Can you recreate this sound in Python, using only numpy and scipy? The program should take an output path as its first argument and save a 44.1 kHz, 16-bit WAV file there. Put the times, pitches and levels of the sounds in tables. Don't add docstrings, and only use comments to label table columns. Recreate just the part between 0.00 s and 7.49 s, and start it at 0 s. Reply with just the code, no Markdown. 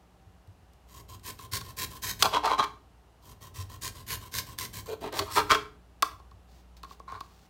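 import sys
import numpy as np
from scipy import signal
from scipy.fft import rfft, irfft
from scipy.io import wavfile

SR = 44100
rng = np.random.default_rng(int(sys.argv[2]) if len(sys.argv) > 2 else 0)


def dump(signal):
    limited = np.clip(np.atleast_2d(signal).T, -1, 1)
    pcm = np.round(limited * 32767).astype(np.int16)
    wavfile.write(sys.argv[1], SR, pcm)


N = 330309


def amp(db):
    return 10 ** (np.asarray(db) / 20)


def unit(x):
    return x / np.sqrt(np.mean(x ** 2) + 1e-20)


def read(points, hz):
    f, value = np.transpose(points)
    return np.interp(np.log(hz + 1), np.log(f), value)


def between(ends, share):
    return np.interp(share, [0, 1], ends)


def add(mix, start_s, sound):
    part = mix[round(start_s * SR):][:len(sound)]
    part += sound[:len(part)]


def colour(x, points, bend_s=0, size=4096):
    hz = np.fft.rfftfreq(size, 1 / SR)
    cepstrum = irfft(np.log(amp(read(points, hz))))
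    cepstrum[1:size // 2] *= 2
    cepstrum[size // 2 + 1:] = 0
    phase_lag = 4 * np.pi * bend_s * np.sqrt(1000 * hz)
    kernel = irfft(np.exp(rfft(cepstrum) - 1j * phase_lag))
    return signal.fftconvolve(x, kernel / np.linalg.norm(kernel))[:len(x)]


def gesture(rise_s, length_s, release_s):
    t = np.arange(int((length_s + 0.25) * SR)) / SR
    return np.minimum(t / rise_s, 1) * np.exp(-np.maximum(t - length_s, 0) / release_s)


def flutter(n, per_s):
    knots = np.clip(rng.standard_normal(1024), -2, 2)
    return np.interp(np.arange(n) * per_s / SR, np.arange(len(knots)), knots)


def grains(n, per_s, spread_db):
    size = amp(spread_db * np.minimum(rng.exponential(1, n), 3))
    return unit(size * rng.choice([-1, 1], n) * (rng.random(n) < per_s / SR))


def room_tone(air_db=-60.5, waver_db=4.5):
    # pitch_hz, level_db
    partials = [(60, -61.5), (178, -71.5), (771, -77)]
    # frequency_hz, gain_db
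    air_spectrum = [(15, -38), (25, -13.5), (65, -1), (177, -10.5), (220, -14.5), (433, -14), (496, -18.5),
                    (766, -14.5), (2330, -29.5), (2900, -26.5), (3150, -30), (14800, -42.5), (16500, -48.5)]
    hum, t = np.zeros(N), np.arange(N) / SR
    for hz, db in partials:
        rms = amp(db + waver_db * flutter(N, per_s=1.9))
        hum += rms * np.sqrt(2) * np.sin(2 * np.pi * (hz * t + rng.random()))
    return hum + amp(air_db) * colour(rng.standard_normal(N), air_spectrum)


def bumping(bump_hz=92.9, onset_s=0.013):
    # start_s, level_db, t60_s
    bumps = [(0.266, -38.5, 0.11), (0.477, -33.5, 0.12), (1.525, -21, 0.11), (2.224, -36.5, 0.14),
             (3.58, -25.5, 0.29), (5.191, -27, 0.11), (6.132, -34, 0.094), (6.332, -40, .14),
             (7.119, -43, 0.34)]
    thuds = [(start_s, db, bump_hz, t60_s) for start_s, db, t60_s in bumps]
    thuds.append((5.551, -16.5, 425, 0.097))
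    out, t = np.zeros(N), np.arange(SR // 2) / SR
    onset = 1 - np.exp(-t / onset_s)
    for start_s, db, hz, t60_s in thuds:
        add(out, start_s, np.sin(2 * np.pi * hz * t) * onset * amp(db - 60 * t / t60_s))
    return out


def strokes(longest_gap_s=0.21, pull_lead_s=0.027, pull_rise_s=0.0098, pull_s=0.073):
    # start_s, rise_s, length_s, push_db, pull_db
    cycles = [(0.863, 0.14, .14, -51, -53), (1.227, 0.064, 0.077, -38, -52),
              (1.512, 0.025, 0.057, -32.5, -50.5), (1.762, 0.033, 0.081, -33.5, -48.5),
              (2.015, 0.021, 0.097, -33.5, -39.5), (3.207, 0.068, 0.12, -56, -52.5),
              (3.535, 0.028, .088, -47, -53), (3.809, .025, 0.07, -37, -52),
              (4.062, 0.045, .087, -34, -53.5), (4.312, .056, 0.083, -31.5, -51),
              (4.576, 0.02, .076, -37, -42), (4.855, 0.0051, 0.079, -52, -53.5),
              (5.127, 0.064, 0.068, -36, -55.5), (5.294, 0.11, .09, -27.5, -56.5)]
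    next_starts = [row[0] for row in cycles[1:]] + [np.inf]
    for (start_s, rise_s, length_s, push_db, pull_db), next_s in zip(cycles, next_starts):
        gap_s = min(next_s - start_s - length_s, longest_gap_s)
        yield start_s, rise_s, length_s, push_db
        yield start_s + length_s + gap_s / 2 - pull_lead_s, pull_rise_s, pull_s, pull_db


def flesh(uneven_db=2.5, count=70):
    return np.transpose([np.geomspace(500, 16000, count), uneven_db * rng.standard_normal(count)])


def board(tilt_db_per_octave, ring_db, pitch_ratio, contact_db=-3, place_db=3):
    # nominal_hz, level_db, t60_s
    glass_modes = [(304.4, -22.5, 0.15), (425.3, -11, .09), (649, -14.5, 0.037), (738, -15.5, 0.036),
                   (948, -10, 0.041), (1199, -8, 0.035), (1355, -11.5, 0.049), (1548, -12, 0.042),
                   (2252, -10, 0.01), (2366, -9, 0.023), (3334, -8, 0.03), (4005, -9.5, 0.021),
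                   (4337, -10, 0.026)]
    # frequency_hz, gain_db
    contact_spectrum = [(60, -21), (300, -3.5), (1000, 1.5), (2000, 1.5), (2800, 0), (4000, -1), (6000, -7),
                        (9000, -16.5), (16000, -23)]
    t = np.arange(SR // 6) / SR
    modes = [(1075, ring_db, 0.036)]
    modes += [(hz, db + place_db * rng.standard_normal(), t60_s) for hz, db, t60_s in glass_modes]
    ring = np.zeros(len(t))
    for hz, db, t60_s in modes:
        ring += rng.choice([-1, 1]) * amp(db - 60 * t / t60_s) * np.sin(2 * np.pi * hz * pitch_ratio * t)
    snap = amp(contact_db) * colour(1. * (t == 0), contact_spectrum)
    tilt = [(400, 0), (12800, 5 * tilt_db_per_octave)]
    response = colour(ring / 10 + snap, tilt, bend_s=0.001465)
    return response / np.linalg.norm(response)


def cutting(cells_per_s=9000, clump_db=3.0, snap_s=0.002):
    # start_s, level_db
    snaps = [(.474, -71), (.734, -66), (1.196, -61.5), (1.535, -41), (1.56, -41.5), (4.5864, -33),
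             (5.126, -46)]
    # frequency_hz, gain_db
    crunch_spectrum = [(200, -13), (550, -16), (1000, -17), (1400, -2.5), (1800, 0.5), (3000, -8),
                       (4300, 0.5), (5000, -3), (9000, -6.5), (10400, -10.5), (11700, -5), (15500, -9)]
    # frequency_hz, gain_db
    counter_spectrum = [(22, -34), (44, -6.5), (63, -11.5), (95, -1), (125, -9), (200, -16), (400, -21.5),
                        (1000, -33.5), (3000, -71)]
    crunch, board_force, counter_force = np.zeros((3, N))
    for start_s, rise_s, length_s, db in strokes():
        speed = gesture(rise_s, length_s, release_s=0.011)
        n = len(speed)
        cells = grains(n, cells_per_s, spread_db=4.5)
        bursts = speed * unit(cells * amp(clump_db * flutter(n, per_s=390)))
        add(crunch, start_s, amp(db) * colour(bursts, flesh()))
        add(board_force, start_s, amp(-24 + 0.56 * db) * bursts)
        push = gesture(rise_s, length_s, release_s=0.061) * rng.standard_normal(n)
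        add(counter_force, start_s, amp(-29 + 0.45 * db) * push)
    t = np.arange(SR // 100) / SR
    for start_s, db in snaps:
        add(crunch, start_s, amp(db) * unit(np.exp(-t / snap_s) * rng.standard_normal(len(t))))
    glass = board(tilt_db_per_octave=-0.61, ring_db=9, pitch_ratio=0.97, contact_db=-4.5)
    shaken = signal.fftconvolve(board_force, glass)[:N]
    rumble = colour(counter_force, counter_spectrum)
    return colour(crunch, crunch_spectrum, bend_s=0.000954) + shaken + rumble


def tapping(flat_lag_s=0.003, rattle_gain=0.12, rattle_s=0.0034):
    # start_s, level_db, looseness (0 pressed down, 1 lying free)
    taps = [(1.39, -47.5, 0.37), (1.61, -42.5, 0.23), (2.224, -18.5, 0.041), (2.253, -32.5, 0.18),
            (2.456, -28, 0.42), (2.64, -35.5, 0.31), (5.1911, -26, 0.2), (6.0237, -18, 0.46),
            (6.197, -51.5, 0.99), (6.312, -53.5, 0.84), (6.832, -41.5, 0.58), (6.845, -45, 0.71),
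            (6.907, -45, 0.92), (6.997, -44.5, 1), (7.12, -39.5, 1), (7.158, -45.5, 1), (7.206, -37.5, 0.7)]
    # frequency_hz, gain_db
    blade_spectrum = [(200, -5), (1100, 2.5), (1900, -1.5), (4300, 1), (7500, -0.5), (15000, -3)]
    out, t = np.zeros(N), np.arange(SR // 100) / SR
    for start_s, level_db, loose in taps:
        tip_db = level_db + between((2, -14.5), loose)
        flat_tilt = between((6.5, -7.5), loose)
        flat_ring_db = between((6.5, 15), loose)
        tip = start_s, tip_db, 2.5, -6
        flat = start_s + flat_lag_s, level_db, flat_tilt, flat_ring_db
        for contact_s, db, tilt, ring_db in (tip, flat):
            rattle = rattle_gain * np.exp(-t / rattle_s) * np.diff(rng.standard_normal(len(t) + 1))
            blow = colour((t == 0) + rattle, blade_spectrum)
            glass = board(tilt, ring_db, pitch_ratio=1.03, place_db=1)
            sound = signal.fftconvolve(blow, glass)
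            add(out, contact_s, amp(db) * sound * np.sqrt(len(t)) / np.linalg.norm(sound))
    return out


def scraping(slips_per_s=150, jitter=0.5, slip_s=0.0017, steady_grit=0.34, spread_db=2.0, focus_db=7.0):
    # start_s, length_s, level_db, bareness (0 on peel, 1 on glass), ring_db
    drags = [(2.226, 0.033, -23.5, 0.37, 1), (2.319, .047, -23, 0.56, -6.5), (2.427, 0.051, -24, 0.57, -3),
             (2.48, .056, -25, 0.73, 3.5), (2.575, 0.03, -20.5, .72, 3.5), (2.613, 0.024, -27.5, 0.69, 0),
             (4.868, 0.069, -35.5, .1, -7.5), (5.004, 0.079, -36, 0.025, -8),
             (5.114, 0.11, -35.5, 0.31, -10), (5.263, .055, -42.5, 0.67, -5),
             (5.351, 0.044, -20, 0.64, -15), (5.492, 0.033, -16.5, 0.87, -0.5),
             (5.534, 0.015, -21.5, 0.92, -1), (7.07, 0.098, -42.5, 0.77, 9.5)]
    out = np.zeros(N)
    for start_s, length_s, db, bare, ring_db in drags:
        rise_s = between((0.027, 0.013), bare)
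        tilt = between((-4, 1.4), bare)
        contact_hz = np.exp(between(np.log((414, 1650)), bare))
        speed = gesture(rise_s, length_s, release_s=0.011)
        n = len(speed)
        cycles = np.cumsum(slips_per_s * np.exp(jitter * flutter(n, per_s=130))) / SR
        slips = np.exp(-(cycles % 1) / slips_per_s / slip_s) * amp(spread_db * flutter(n, per_s=130))
        friction = speed * (steady_grit + slips) * grains(n, per_s=9000, spread_db=6.0)
        force = colour(friction, [(contact_hz / 2, 0), (contact_hz, focus_db), (contact_hz * 2, 0)])
        sound = signal.fftconvolve(force, board(tilt, ring_db, pitch_ratio=0.99))[:n]
        add(out, start_s, amp(db) * sound * np.linalg.norm(speed) / np.linalg.norm(sound))
    return out


def rubbing():
    # start_s, rise_s, length_s, level_db
    rubs = [(6.468, 0.036, 0.14, -66), (6.765, 0.0034, 0.0066, -56.5), (6.848, 0.14, 0.083, -51.5),
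            (7.075, 0.032, 0.39, -65.5)]
    # frequency_hz, gain_db
    glove_spectrum = [(200, -1), (1000, -6.5), (2500, -10), (4500, -6), (7000, -11.5), (10000, -20),
                      (16000, -16)]
    out = np.zeros(N)
    for start_s, rise_s, length_s, db in rubs:
        speed = gesture(rise_s, length_s, release_s=0.015)
        add(out, start_s, amp(db) * speed * grains(len(speed), per_s=1400, spread_db=0))
    return colour(out, glove_spectrum)


def kitchen(x, wet_db, echoes_per_s=3000, build_s=0.016):
    # frequency_hz, t60_s
    decay_times = [(100, 1), (500, 0.3), (1300, 0.34), (4000, 0.31), (9000, 0.3), (16000, 0.32)]
    echoes = rng.choice([-1., 1.], SR) * (rng.random(SR) < echoes_per_s / SR)
    hz, t, spectra = signal.stft(echoes, SR, nperseg=256)
    decay = amp(-60 * t / read(decay_times, hz)[:, None])
    tail = signal.istft(spectra * decay, SR, nperseg=256)[1]
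    tail *= np.minimum(np.arange(len(tail)) / SR / build_s, 1) ** 2
    return x + amp(wet_db) * signal.fftconvolve(x, tail / np.linalg.norm(tail))[:N]


def scene():
    work = kitchen(cutting() + bumping() + rubbing() + scraping(), wet_db=-11.5)
    knocks = kitchen(tapping(), wet_db=-12.5)
    return (work + knocks + room_tone())[None]


def record(dry, low_cut_hz=36, high_cut_hz=15900):
    high_pass = signal.butter(4, low_cut_hz, "high", fs=SR, output="sos")
    low_pass = signal.firwin(511, high_cut_hz, window=("kaiser", 9), fs=SR)
    return signal.oaconvolve(signal.sosfilt(high_pass, dry), low_pass[None], "same")


dry = scene()
out = record(dry)
dump(out)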